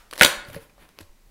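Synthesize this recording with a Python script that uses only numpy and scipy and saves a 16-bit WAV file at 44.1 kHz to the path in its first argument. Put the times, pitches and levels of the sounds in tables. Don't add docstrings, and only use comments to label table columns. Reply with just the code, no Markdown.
import sys
import numpy as np
from scipy import signal
from scipy.fft import rfft, irfft
from scipy.io import wavfile
from scipy.ndimage import uniform_filter1d

SR = 44100
rng = np.random.default_rng(int(sys.argv[2]) if len(sys.argv) > 2 else 0)


def dump(signal):
    limited = np.clip(np.atleast_2d(signal).T, -1, 1)
    pcm = np.round(limited * 32767).astype(np.int16)
    wavfile.write(sys.argv[1], SR, pcm)


def voltage_ratio(decibels):
    exponent = np.asarray(decibels, float) / 20
    return 10 ** exponent


N = 57330
T = np.arange(N) / SR


def read(points, hz):
    point_hz, value = np.transpose(points)
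    return np.interp(np.log(hz + 1), np.log(point_hz + 1), value)


def add(mix, start_s, sound):
    part = mix[round(start_s * SR):][:len(sound)]
    part += sound[:len(part)]


def coloured(x, points):
    gain = voltage_ratio(read(points, np.fft.rfftfreq(len(x), 1 / SR)))
    y = irfft(rfft(x) * gain, len(x))
    return y / np.sqrt(np.mean(y ** 2))


def noise(points):
    return coloured(rng.standard_normal(N), points)


def sine(hz, t):
    return np.sin(2 * np.pi * hz * t)


# pitch_hz, level_db
AIR_COLOUR = [(59, -39.5), (100, 0), (459, -5.5), (1600, -15), (2060, -11), (3220, -17.5), (3740, -15.5),
              (15800, -21.5)]
# pitch_hz, level_db
RUMBLE_COLOUR = [(15, -11), (30, -0.5), (60, -14), (110, -26), (200, -45)]
# pitch_hz, level_db
LINGER_COLOUR = [(120, -53), (200, -23), (946, -2), (1040, -13), (1220, -0.5), (2420, -9), (15000, -22)]


def workshop_air():
    air_db, rumble_db, linger_db, linger_t60_s = -63.5, -59.5, -54, 0.5
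    lumps = uniform_filter1d(rng.standard_normal(N), 3000)
    swell_db = 1.5 * lumps / lumps.std()
    air = voltage_ratio(air_db) * noise(AIR_COLOUR)
    rumble = voltage_ratio(rumble_db + swell_db) * noise(RUMBLE_COLOUR)
    linger = voltage_ratio(linger_db - 60 * T / linger_t60_s) * noise(LINGER_COLOUR)
    return air + rumble + linger


# ratio to the ring pitch, level_db
STRIP_OVERTONES = [(1.8, -5), (2.1, -12), (0.43, -6.5), (0.64, -21.5), (0.29, -21)]
# pitch_hz, level_db
SPLINTER_COLOUR = [(880, -25.5), (1500, -1.5), (2760, -3.5), (4220, -2), (6900, -11), (10800, -6.5),
                   (15800, -17.5)]
# pitch_hz, level_db, t60_s
STRIP_THUD = [(616, -9, 0.015), (1006, -7.5, 0.009), (1500, -8, 0.0015)]


def break_glue(rows, sweep, span, overtone_db):
    ring_per_length = 5.92
    out, t, grit = np.zeros(N), T[:3000], noise(SPLINTER_COLOUR)
    for (start_s, ring_db, hz, splinter_db, length), chance in zip(rows, rng.random((len(rows), 12))):
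        glide_s = span * length
        turns = hz * (t + sweep * glide_s * (1 - np.exp(-t / glide_s)))
        ring = sine(1, turns)
        for k, (ratio, db) in enumerate(STRIP_OVERTONES):
            uneven_ratio = ratio * (0.88 + 0.22 * chance[k])
            ring = ring + voltage_ratio(db + overtone_db) * sine(1, uneven_ratio * turns + chance[k + 6])
        rise = 1 - np.exp(-t / (0.11 * length))
        ring = voltage_ratio(ring_db - 60 * t / (ring_per_length * length)) * rise * ring
        burst = voltage_ratio(splinter_db - 5.6 * (t / length) ** 1.4) * np.minimum(t / 0.0001, 1)
        burst = burst * grit[round(start_s * SR):][:3000]
        detune = 0.93 + 0.22 * chance[5]
        thud = sum(voltage_ratio(splinter_db + db - 60 * t / t60) * sine(thud_hz * detune, t)
                   for thud_hz, db, t60 in STRIP_THUD)
        add(out, start_s, ring + burst + thud)
    return out


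# start_s, ring_db, ring_hz, splinter_db, length_s
SMALL_CRACKS = [(.078, -71.5, 3000, -63, 0.0012), (.1107, -37, 4400, -39.5, 0.0012),
                (.1116, -34.5, 4600, -40.5, .0006), (.1124, -33.5, 3787, -42, 0.0011),
                (.1284, -21.5, 1150, -35.5, 0.0015), (.1346, -26, 1500, -30.5, 0.0019),
                (.1556, -39.5, 2029, -39.5, 0.0016), (.1575, -43, 3545, -44, 0.0024),
                (.1632, -29.5, 1300, -37.5, 0.0006), (.1645, -38.5, 4004, -43.5, 0.00083),
                (.1783, -32, 2000, -24, .001), (.1858, -43, 2500, -29, 0.00081),
                (.1893, -41.5, 2004, -32.5, 0.0015), (.1922, -47, 2958, -34.5, .002),
                (.1955, -27.5, 1577, -22, 0.0016), (.2036, -23, 3930, -21.5, 0.0007)]
# start_s, ring_db, ring_hz, splinter_db, length_s
LATE_TICKS = [(.450, -37, 4380, -61, 0.0017), (.485, -58, 2960, -45.5, 0.0037),
              (.501, -45, 1500, -42, 0.00138), (.5318, -31, 12730, -40, 0.00052),
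              (.5463, -43, 12460, -43, 0.00045), (.5625, -34, 2487, -43, 0.0008),
              (.578, -41, 2213, -59, 0.0025), (.546, -29.5, 1786, -47.5, 0.0019),
              (.557, -33, 10200, -46, 0.00095), (.697, -50.5, 2400, -66, 0.004),
              (.780, -43.5, 623, -64, 0.0031), (.890, -51.5, 2805, -50, 0.0014),
              (.9882, -30, 2310, -35, 0.00054), (.9884, -27, 5700, -69, 0.00026),
              (1.0065, -49.5, 3800, -48.5, 0.00082), (1.0095, -52, 2400, -40, .001),
              (.907, -70, 2945, -70, 0.0009), (1.0115, -49.5, 8050, -44, 0.002),
              (1.027, -48, 2585, -49.5, 0.00048), (1.0305, -46, 3910, -70.5, 0.0012)]


def small_cracks():
    return break_glue([*SMALL_CRACKS, *LATE_TICKS], sweep=0.12, span=0.32, overtone_db=-3)


# pitch_hz, level_db, t60_s
PANEL_TONES = [(343.3, -34, .2), (455, -31.5, .15), (507, -31.5, 0.17), (573.8, -20, 0.19),
               (586, -23.5, 0.18), (648, -29.5, .15), (960, -33, 0.17), (1150, -35.5, .15), (1230, -38, .3),
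               (1385, -37, 0.11), (1454, -37, 0.53), (1530, -37.5, .2), (2085, -41.5, .05),
               (2520, -37, .05)]


def panel_ring(jolts):
    t = T[:SR // 2]
    tones = sum(voltage_ratio(db - 60 * t / t60) * sine(hz, t) for hz, db, t60 in PANEL_TONES)
    return signal.fftconvolve(jolts, voltage_ratio(-30.0) * tones)[:N]


# pitch_hz, t60_s
ROOM_DECAY = [(150, 0.96), (500, 0.54), (1500, 0.52), (4500, 0.39), (12000, 0.26)]
# pitch_hz, level_db
ROOM_COLOUR = [(150, -17.5), (330, -8), (600, -9.5), (1000, -2), (1480, -8.5), (2200, -10.5), (4500, -7.5),
               (7000, -3), (14000, -1.5)]
# delay_s, level_db
FIRST_ECHOES = [(.0068, -16.5), (0.013, -23), (.017, -21.5)]


def room_echo(x):
    room_db, gap_s, spacing = -8, 0.0073, 10
    taps = np.zeros(SR)
    at = np.arange(round(gap_s * SR), SR - 20, spacing)
    draw = rng.random((SR // spacing, 2))[:len(at)]
    taps[at + (spacing * draw[:, 0]).astype(int)] = np.sign(draw[:, 1] - 0.5)
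    hz, t, bands = signal.stft(taps, SR, nperseg=256)
    bands = bands * voltage_ratio(read(ROOM_COLOUR, hz)[:, None] - 60 * t / read(ROOM_DECAY, hz)[:, None])
    tail = signal.istft(bands, SR, nperseg=256)[1]
    tail = voltage_ratio(room_db) * tail / np.linalg.norm(tail)
    for delay_s, db in FIRST_ECHOES:
        add(tail, delay_s, np.array([voltage_ratio(db)]))
    return signal.fftconvolve(x, tail)[:N]


# start_s, ring_db, ring_hz, splinter_db, length_s
CLEAN_SNAPS = [
    (.2108, 10, 1385, -10.5, 0.0026),
    (.2230, 5, 1500, -6.5, .0016),
]
# start_s, ring_db, ring_hz, splinter_db, length_s
LOUD_SNAPS = [(.2194, -13.5, 1920, -3.5, 0.002), (.2210, -9.5, 1640, -19.5, 0.0011),
              (.2255, -9.5, 1470, -16.5, 0.0022), (.2310, -11, 1716, -10, 0.0027),
              (.2315, -1.5, 1990, -7, 0.00084), (.2326, 7.5, 4140, -11, 0.0013),
              (.2345, 2, 2873, -12, 0.0022), (.2455, -1.5, 2800, -15.5, 0.0012),
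              (.2472, 1.5, 3250, -4, 0.0021), (.2487, 5, 3650, -13.5, 0.002),
              (.2520, -8, 3728, -20.5, .001), (.2610, 1.5, 3300, -11, .0007),
              (.2617, -8, 1900, -19.5, .001), (.2650, -12.5, 1500, -26, .001)]


def loud_snaps():
    top_hz, top_db = 5310, -4
    loud = break_glue(CLEAN_SNAPS, sweep=1.4, span=0.33, overtone_db=-4.5)
    loud = loud + break_glue(LOUD_SNAPS, sweep=0.67, span=0.32, overtone_db=-4.5)
    dull = signal.sosfilt(signal.butter(4, top_hz, fs=SR, output="sos"), loud)
    return dull + voltage_ratio(top_db) * (loud - dull)


# start_s, level_db, pitch_hz, t60_s
SOFT_KNOCKS = [(0.211, -4, 193, 0.023), (0.2115, -20, 85, 0.071), (0.2112, -22, 540, 0.02),
               (0.232, -15.5, 342, 0.05), (0.232, -28, 126, 0.051), (0.2483, -10, 260, 0.023),
               (.262, -35.5, 156.4, 0.13), (0.247, -25.5, 72, 0.064), (.248, -13, 800, 0.008),
               (0.373, -40.5, 33.3, 0.23), (0.4849, -27, 124, 0.026), (.497, -36.5, 591, 0.058),
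               (.507, -39.5, 103.7, 0.13), (0.55, -30.5, 100, 0.032), (0.5623, -27, 159, 0.044),
               (.563, -28, 555, 0.08), (0.5647, -38, 454.5, 0.2), (0.581, -39.5, 87.3, .05),
               (1.005, -40.5, 316, 0.073), (1.007, -46.5, 960, .03), (1.009, -56, 600, .03),
               (1.011, -40.5, 89.3, 0.17), (1.025, -56, 111.8, .08), (1.024, -51, 22.98, 0.29),
               (1.092, -40.5, 23.35, 0.28)]


def knocks():
    out, t = np.zeros(N), T[:9000]
    rise = 1 - np.exp(-t / 0.0014)
    for start_s, db, hz, t60 in SOFT_KNOCKS:
        add(out, start_s, voltage_ratio(db - 60 * t / t60) * rise * sine(hz, t))
    return out


# start_s, length_s, body_db, fizz_db
GLOVE_RUBS = [(0.455, 0.088, -53.5, -56.5), (0.522, 0.061, -43.5, -54.5), (0.543, 0.011, -53.5, -48.5),
              (0.554, 0.13, -55.5, -66), (0.602, 0.051, -83, -59), (0.686, 0.03, -62.5, -94),
              (0.782, 0.092, -58.5, -65), (0.74, 0.27, -62, -75), (0.962, 0.05, -59, -77.5),
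              (1.003, 0.013, -46.5, -56), (1.012, .03, -75.5, -85.5)]
# pitch_hz, level_db
BODY_COLOUR = [(250, 3.5), (600, -3), (2500, -4.5), (4700, -15), (5500, -41), (8000, -30.5)]
# pitch_hz, level_db
FIZZ_COLOUR = [(4000, -5.5), (8500, -8), (9500, 0), (12000, -2.5), (16000, -6.5)]


def glove_rubs():
    grain = 40
    grain_db = 1.3 * rng.exponential(1, (2, N // grain + 1))
    grains = rng.standard_normal((2, N)) * voltage_ratio(grain_db).repeat(grain, axis=1)[:, :N]
    body, fizz = coloured(grains[0], BODY_COLOUR), coloured(grains[1], FIZZ_COLOUR)
    out = np.zeros(N)
    for start_s, length_s, body_db, fizz_db in GLOVE_RUBS:
        stroke = np.sin(np.pi * np.clip((T - start_s) / length_s, 0, 1) ** 0.8)
        out += stroke * (voltage_ratio(body_db) * body + voltage_ratio(fizz_db) * fizz)
    return out


def scene():
    thin_hz, knock_room_db = 260, -6
    glue = small_cracks() + loud_snaps()
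    glue = signal.lfilter(*signal.butter(2, thin_hz, "high", fs=SR), glue)
    near = glue + panel_ring(glue) + glove_rubs()
    thuds = knocks()
    echo = room_echo(near + voltage_ratio(knock_room_db) * thuds)
    return (near + thuds + echo + workshop_air())[None]


def top_cut(x):
    return signal.sosfilt(signal.butter(12, 15910, fs=SR, output="sos"), x)


def record(dry):
    edge_hz = 15900
    lowpass = signal.firwin(301, edge_hz, window=("kaiser", 7), fs=SR)
    limited = signal.oaconvolve(dry, lowpass[None], "same")
    return top_cut(np.clip(limited, -1, 1))


dry = scene()
out = record(dry)
dump(out)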